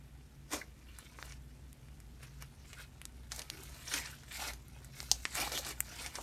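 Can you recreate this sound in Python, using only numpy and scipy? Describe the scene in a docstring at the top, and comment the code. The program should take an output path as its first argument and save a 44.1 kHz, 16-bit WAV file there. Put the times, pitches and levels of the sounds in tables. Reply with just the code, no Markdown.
"""Sticky slime, close up

At a table in a small room, two hands peel off a lump of slime, then stretch, fold and squeeze it
close to the microphone. Tiny threads and bubbles tear in dense crackles, folds of air squish open,
and trapped air pockets burst as single pops. The walls give a short echo, and an appliance
hums low in the background."""
import sys
import numpy as np
from scipy import signal
from scipy.fft import rfft, irfft, next_fast_len
from scipy.io import wavfile
from scipy.ndimage import map_coordinates

SR = 44100
rng = np.random.default_rng(int(sys.argv[2]) if len(sys.argv) > 2 else 0)


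def transcribe(u):
    """Save the signal u as a 16-bit wav file named by the first command-line argument.

    u: samples, shape (n,) or (channels, n), limited to [-1, 1]; the rate is SR.
    q: integer samples, one column per channel.
    """
    v = np.clip(np.atleast_2d(u).T, -1, 1)
    q = np.round(v * 32767).astype(np.int16)
    wavfile.write(sys.argv[1], SR, q)


N = 274302


def kneading(squelch_db, crackle_db, fizz_db):
    """Slime right at the microphone: big pockets squelch, small bubbles crackle, fine threads fizz."""
    # Spectra of the three sizes of tear: frequency_hz, level_db
    pockets = [(130, -38.5), (250, -4.5), (330, -5.5), (450, -9), (580, -5), (700, -4), (850, -2.5),
               (1100, -8), (1500, -8.5), (2600, -53.5)]
    bubbles = [(600, -35), (1100, -7), (1450, -1), (2000, 0), (2700, -1.5), (3500, -4), (4500, -10),
               (7000, -32)]
    threads = [(2200, -30), (3400, -7), (4300, -1.5), (5600, 0), (6500, -2), (7800, -2.5), (9400, -3.5),
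               (10400, -8.5), (12000, -7), (14000, -8), (17000, -12)]
    squelch = tearing(squelch_db, pockets, base_rate=900, spread_db=1.5, clump_db=3.0, room_db=-1.5)
    crackle = tearing(crackle_db, bubbles, base_rate=2200, spread_db=2.0, clump_db=2.5, room_db=-4.5)
    fizz = tearing(fizz_db, threads, base_rate=4000, spread_db=2.5, clump_db=1.2, room_db=-4.5)
    return amp(1.0) * squelch + amp(0.96) * crackle + amp(0.58) * fizz


def tearing(level_db, spectrum, base_rate, spread_db, clump_db, room_db):
    """One size of tear: a harder pull breaks more threads a second, in clumps."""
    pull = amp(.6 * (level_db + 50.5))
    grains = struck(tears(base_rate * pull, spread_db), spectrum)
    grains = unit(reshaped(grains, patchy_db=2.5))
    dry = amp(level_db) * unit(grains * amp(clump_db * wobble(110)))
    # the hands move, so the pattern of reflections keeps changing
    turn = 1.65 * wobble(7)
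    wet = np.cos(turn) * room(dry) + np.sin(turn) * room(dry)
    return (dry + amp(room_db) * wet) / np.hypot(1, amp(room_db))


def tears(rate, spread_db):
    """Threads break as random impulses of uneven size, rate a second, with a mean power of 1."""
    chance = np.clip(rate / SR, 1e-5, 1)
    size = unit(amp(spread_db * np.clip(rng.standard_normal(N), -2, 2)))
    return (rng.random(N) < chance) * rng.choice([-1, 1], N) * size / np.sqrt(chance)


def struck(x, spectrum):
    """Minimum-phase colour: each impulse starts sharply and rings off."""
    size = 4096
    gain = amp(along(spectrum, np.fft.rfftfreq(size, 1 / SR)))
    cepstrum = irfft(np.log(gain))
    cepstrum[1:size // 2] *= 2
    cepstrum[size // 2 + 1:] = 0
    return signal.fftconvolve(x, irfft(np.exp(rfft(cepstrum))))[:N]


def reshaped(x, patchy_db):
    """The lump changes shape, so different pitches come forward from moment to moment."""
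    hz, t, bands = signal.stft(x, SR, nperseg=512)
    knots = rng.standard_normal((64, 512))
    place = np.meshgrid(3.618 * np.log2(1 + hz / 300), 20 * t, indexing="ij")
    gain = unit(amp(patchy_db * map_coordinates(knots, place, mode="wrap")))
    return signal.istft(bands * gain, SR, nperseg=512)[1][:N]


def hand_effort():
    """Levels in dB of squelch, crackle and fizz: strokes add up over the cling of resting fingers."""
    # Pulls and squeezes:
    # peak_s, attack_s, hold_s, release_s, crackle_db, squelch_over_crackle_db, fizz_over_crackle_db
    strokes = [(0.528, 0.027, 0.013, 0.077, -45.5, -2, 3.5), (0.965, 0.36, 0.31, .2, -65, -8, -2.5),
               (1.215, 0.046, 0.085, 0.083, -61.5, -5.5, 0.5), (2.233, 0.062, 0.0064, 0.22, -64, -8, 0.5),
               (2.411, 0.033, 0.0077, 0.056, -58.5, -7, -2), (2.7, 0.202, .04, .1, -66, -12, 2.5),
               (2.803, 0.048, .015, 0.0626, -55.5, -10, 0), (3.314, 0.0135, 0.084, .13, -59, -3, 3.5),
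               (3.388, .025, 0.0106, 0.038, -53.5, 1.5, -3), (3.508, 0.022, 0.316, 0.16, -61.5, -1, 2.5),
               (3.934, 0.11, 0.047, 0.0547, -43, -6.5, 1.5), (4.046, 0.062, 0.032, 0.15, -51.5, -8.5, -1),
               (4.332, 0.061, 0.044, 0.112, -52, -15.5, 4),
               (4.416, 0.098, 0.0254, 0.0534, -43.5, -6.5, -2.5), (4.478, 0.0295, .008, .055, -47, -1, 3.5),
               (4.791, 0.19, 0.073, .1, -67.5, -9, -1), (4.986, 0.085, 0.018, 0.155, -56.5, -6.5, 4),
               (5.098, 0.071, 0.178, 0.3, -66.5, -5.5, 8.5), (5.369, 0.066, 0.039, .16, -40.5, -6.5, 2),
               (5.527, .025, 0.061, .05, -46, -2.5, 3.5), (5.664, 0.051, 0.043, 0.043, -46.5, -5, .5),
               (5.918, 0.33, 0.043, 0.176, -57, -5.5, 0.5), (5.994, 0.095, 0.0696, 0.076, -51.5, -4.5, 2),
               (6.148, 0.058, 0.0423, 0.092, -54, -.5, -0.5)]
    # Slime clinging to resting fingers at the start: squelch_db, crackle_db, fizz_db
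    rest_db = (-78.5, -79, -77.5)
    stickier_db_per_s = 1.5  # the lump clings more as it is worked
    power = np.outer(amp(rest_db), amp(stickier_db_per_s * np.arange(N) / SR)) ** 2
    for peak_s, attack, hold, release, db, squelch_db, fizz_db in strokes:
        force = amp(db) * swell(peak_s, attack, hold, release)
        # big pockets open later than the threads
        power[0] += (amp(db + squelch_db) * swell(peak_s, 0.863 * attack, hold, release)) ** 2
        power[1] += force ** 2
        power[2] += (amp(fizz_db) * force) ** 2
    return 10 * np.log10(power)


def swell(peak_s, attack_s, hold_s, release_s):
    """Gain of one stroke: it builds to its peak, sags as the held slime yields, then lets go."""
    fade_db, sag_db_per_s = 19.5, 4.5
    t = np.arange(0, N / SR, .001) - peak_s
    fade = np.maximum(-t, 0) / attack_s + np.maximum(t - hold_s, 0) / release_s
    gain = amp(-fade_db * fade - sag_db_per_s * np.clip(t, 0, hold_s))
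    return np.interp(np.arange(N) / SR - peak_s, t, gain * (fade < 4))


def pops():
    """The larger air pockets burst one by one, each with its own echo."""
    # Bursting air pockets: start_s, cavity_hz, cavity_db, snap_hz, snap_db, room_db
    bursts = [(.5251, 2040, -25.5, 6300, -18.5, -14), (0.5339, 1100, -24, 8000, -15.5, -5),
              (.9869, 1560, -34, 9200, -24, -3), (1.1877, 1370, -28, 6250, -39.5, 0.5),
              (1.2268, 1644, -22.5, 3610, -23, -17), (1.2545, 2000, -52, 9500, -32.5, 3),
              (1.3222, 1980, -33.5, 5530, -28, -1), (1.7295, 3170, -40, 10700, -28, -13),
              (1.8852, 1940, -40, 6650, -46, -6), (2.0025, 1700, -41.5, 8300, -32.5, -5),
              (2.2301, 2020, -35, 9400, -35, 5.5), (2.4235, 1610, -32.5, 8050, -23.5, -4.5),
              (2.731, 2340, -28.5, 7400, -29.5, 1), (3.0159, 2430, -27, 7300, -23.5, -7),
              (3.054, 2200, -34.5, 6300, -17.5, -14), (3.319, 1720, -28, 6600, -16.5, 0),
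              (3.362, 1740, -43, 8630, -20, -7), (3.3936, 2900, -30, 6130, -15.5, -12),
              (3.4184, 2830, -29, 6160, -19.5, -2), (3.5007, 2890, -21.5, 6500, -12, -14),
              (3.6352, 2200, -56, 8900, -23.5, -5), (3.9389, 2700, -20, 6240, -9.5, 0),
              (4.2353, 1570, -36.5, 6720, -35, -1.5), (4.535, 1880, -37, 7100, -24, -1),
              (4.6824, 1380, -50, 12600, -31.5, -6), (4.8463, 1740, -42, 11000, -27.5, -2),
              (5.0036, 2316, -23.5, 4350, -17.5, -19), (5.0291, 870, -36, 7220, -25, -13),
              (5.115, 770, -24, 5330, -1, -7.5), (5.1159, 4440, -14, 8400, -2.5, -5.5),
              (5.2533, 2060, -12.5, 4920, -12.5, -6), (5.354, 1880, -23, 6630, -11, -5),
              (5.477, 1050, -24.5, 4500, -24.5, -5), (5.5197, 1510, -28, 4900, -15, -2),
              (5.5768, 3030, -17.5, 5600, -13.5, -16.5), (5.6488, 1600, -35, 5100, -22, 1.5),
              (5.8051, 2105, -18.5, 9800, -3.5, -16.5), (6.0622, 2420, -23, 5540, -21, 1),
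              (6.155, 1630, -28, 5400, -17, -0.5), (6.1857, 860, -24, 6840, -37, -5)]
    out = np.zeros(N + SR)
    for start_s, *pocket, room_db in bursts:
        dry = pop(*pocket)
        sound = amp(room_db) * room(dry)
        sound[:len(dry)] += dry
        out[round(start_s * SR):][:len(sound)] += sound
    return out[:N]


def pop(cavity_hz, cavity_db, snap_hz, snap_db):
    """A film snaps with a sharp tick, and the opened air pocket rings briefly."""
    t = np.arange(SR // 40) / SR
    ring_scale = 0.94 * amp(.15 * max(cavity_db, snap_db))  # louder pockets ring longer
    cavity = amp(cavity_db) * ring(t, cavity_hz, cycles=0.818 * ring_scale)
    # the hole widens as the film draws back, so its note sweeps upward
    sweep = t * (1 + 0.22 * np.tanh((t - .0006) * snap_hz / 4))
    snap = amp(snap_db) * ring(sweep, snap_hz, cycles=0.98 * ring_scale, rise=0.86)
    # the rim of the film shreds for a moment after the snap
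    shreds = amp(snap_db - 12 - 60 * t / .005) * rng.standard_normal(len(t))
    # a small soft source radiates little far below or above its note
    edges_hz = np.clip([.58 * snap_hz, 1.8 * snap_hz], 100, [SR / 4, SR / 2.5])
    band = signal.butter(3, edges_hz, "band", fs=SR, output="sos")
    return cavity + signal.sosfilt(band, snap + shreds)


def ring(t, hz, cycles, rise=0.44):
    """A damped resonance, with its decay and rise counted in cycles."""
    turns = t * hz
    decay = np.exp(-turns / max(cycles, .2))
    onset = 1 - np.exp(-turns / rise)
    return 1.733 * np.sin(2 * np.pi * turns) * decay * onset


def ticks(crackle_db):
    """Pinhead bubbles burst at random, louder when the slime is worked harder."""
    ticks_per_s, over_crackle_db, spread_db = 30, 22, 7
    out = np.zeros(N + SR)
    for place, size, note in rng.random((int(ticks_per_s * N / SR), 3)):
        start, pitch = int(place * N), 2 ** (note - .5)
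        db = crackle_db[start] + over_crackle_db + spread_db * (2 * size - 1)
        sound = pop(cavity_hz=2000 * pitch, cavity_db=db - 14.5, snap_hz=7800 * pitch, snap_db=db)
        out[start:start + len(sound)] += sound
    return out[:N] + amp(-3) * room(out[:N])


def squishes():
    """Tearing threads ring the air in a fold, which swells open and closes again."""
    # Folds of air pressed open under a finger: middle_s, half_length_s, pitch_hz, level_db
    folds = [(.617, 0.0093, 1880, -42.5), (2.793, 0.0523, 1456, -54), (3.393, 0.0315, 610, -58),
             (3.544, 0.051, 357.3, -54.5), (3.883, 0.0135, 5660, -43.5), (3.955, 0.042, 290, -56.5),
             (4.002, 0.1, 2050, -47.5), (4.135, 0.0234, 1450, -54.5), (4.421, 0.037, 836, -48),
             (5.385, .04, 745, -50), (5.428, 0.028, 840, -44), (5.472, 0.0266, 837, -45),
             (5.562, 0.033, 3375, -40), (5.597, .03, 555, -50), (6.07, .025, 820, -51.5),
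             (6.192, 0.0194, 647, -54)]
    out = np.zeros(N + SR)
    threads = tears(rate=1800, spread_db=3)
    for middle_s, half_s, hz, db in folds:
        start, size = round((middle_s - half_s) * SR), round(2 * half_s * SR)
        fold = signal.iirpeak(hz, Q=5, fs=SR)
        # walls of slime let out little but the fold's own note
        note = signal.lfilter(*fold, signal.lfilter(*fold, threads[start:start + size]))
        opening = np.hanning(size)[:len(note)] ** 2
        out[start:start + len(note)] += amp(db) * unit(note) * opening
    return out[:N] + amp(-7.5) * room(out[:N])


def lift():
    """The lump lets go of the table with a soft thump, and the tearing rings the hollow under it."""
    # Resonances of the hollow: pitch_hz, width_hz, level_db
    modes = [(305, 50, 0), (395, 70, -5), (545, 70, 0), (1120, 200, -8)]
    lift_s, thump_db, suction_db = .534, -40.5, -43

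    def hollow(hz):
        """The resonances add up with alternating signs."""
        return sum((-1) ** k * amp(db) * 1j * hz * width / (pitch ** 2 - hz ** 2 + 1j * hz * width)
                   for k, (pitch, width, db) in enumerate(modes))

    threads = tears(rate=1500, spread_db=2)
    since_lift = np.maximum(np.arange(N) / SR - lift_s, 0)
    thump = ring(since_lift, modes[0][0], cycles=4.5, rise=1)
    peel = swell(lift_s, attack_s=0.03, hold_s=0.008, release_s=0.08)
    suction = peel * unit(filtered(threads, hollow))
    return amp(thump_db) * thump + amp(suction_db) * suction


def room(x, near_t60_s=0.023, walls_db=-10, gap_s=0.001214):
    """Quick scatter from the hands and table nearby, then the longer tail of the walls."""
    # Decay of the small room: frequency_hz, t60_s
    wall_decay = [(200, 0.38), (1500, 0.19), (5000, 0.15), (12000, 0.2)]
    hz, t, bands = signal.stft(rng.standard_normal(SR // 3), SR, nperseg=256)
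    near = amp(-60 * t / near_t60_s)
    walls = amp(walls_db - 60 * t / along(wall_decay, hz)[:, None])
    tail = signal.istft(bands * (near + walls), SR, nperseg=256)[1]
    tail = np.pad(tail / np.linalg.norm(tail), (int(gap_s * SR), 0))
    return signal.fftconvolve(x, tail)[:N]


def appliance_hum():
    """An appliance farther back hums on a few low tones that waver in pitch and level."""
    # Tones of the hum: pitch_hz, width_hz, level_db
    tones = [(59.82, 5, -56.5), (123.3, 5.3, -66.5), (139.14, 2.5, -63.5), (241, 20, -73.5)]
    # Slow drift of the whole hum: time_s, gain_db
    drift = [(0, 1.5), (.7, -7), (1.3, 0), (2.4, 1.5), (3.4, 0), (4.6, 0), (5.7, 1.5), (6.22, 2)]
    t = np.arange(N) / SR
    hum = np.zeros(N)
    for hz, width_hz, db in tones:
        phase = 2 * np.pi * hz * t + 0.77 * wobble(2 * width_hz)
        waver = amp(3.26 * wobble(2 * width_hz))
        hum += amp(db) * unit(waver * np.sin(phase))
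    return amp(np.interp(t, *np.transpose(drift))) * hum


def room_tone():
    """The soft air of the room and a faint uneven rumble."""
    # Spectra of the air and the rumble: frequency_hz, level_db
    air_spectrum = [(20, -26.5), (35, -6.5), (65, 5), (100, -4), (150, -6.5), (210, -10.5), (290, -12.5),
                    (400, -18), (800, -27), (2000, -27), (5000, -34.5), (10000, -35.5), (15000, -38.5)]
    rumble_spectrum = [(24, -46), (36, 1), (62, -2.5), (100, -8.5), (250, -13.5), (450, -50)]
    air = filtered(rng.standard_normal(N), lambda hz: amp(along(air_spectrum, hz)))
    rumble = filtered(rng.standard_normal(N), lambda hz: amp(along(rumble_spectrum, hz)))
    rumble *= amp(2.54 * wobble(10))
    return amp(-58.5) * unit(air) + amp(-65) * unit(rumble)


def amp(db):
    """Decibels to gain."""
    return 10 ** (np.asarray(db) / 20)


def unit(x):
    """x at rms 1."""
    return x / np.sqrt(np.mean(x ** 2) + 1e-20)


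def along(points, hz):
    """Points of (frequency_hz, value) read on a log frequency axis."""
    frequencies, values = np.transpose(points)
    return np.interp(np.log(hz + 1), np.log(frequencies + 1), values)


def wobble(rate):
    """A smooth random curve, rate knots a second."""
    knots = rng.standard_normal(4096)
    return map_coordinates(knots, [np.arange(N) * rate / SR], mode="wrap")


def filtered(x, response):
    """x through a frequency response."""
    size = next_fast_len(N + SR // 2)
    return irfft(rfft(x, size) * response(np.fft.rfftfreq(size, 1 / SR)), size)[:N]


def scene():
    """One microphone, with the slime close by and the room behind it."""
    squelch_db, crackle_db, fizz_db = hand_effort()
    slime = kneading(squelch_db, crackle_db, fizz_db) + squishes() + lift() + pops()
    background = appliance_hum() + room_tone()
    return (slime + ticks(crackle_db) + background)[None]


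def record(dry):
    """The recorder dulls the top treble and keeps nothing above its band limit."""
    shelf_hz, shelf_db, limit_hz = 13900, -17.5, 16200
    return filtered(dry[0], lambda hz: np.where(hz < shelf_hz, 1, amp(shelf_db)) * (hz < limit_hz))[None]


dry = scene()
out = record(dry)
transcribe(out)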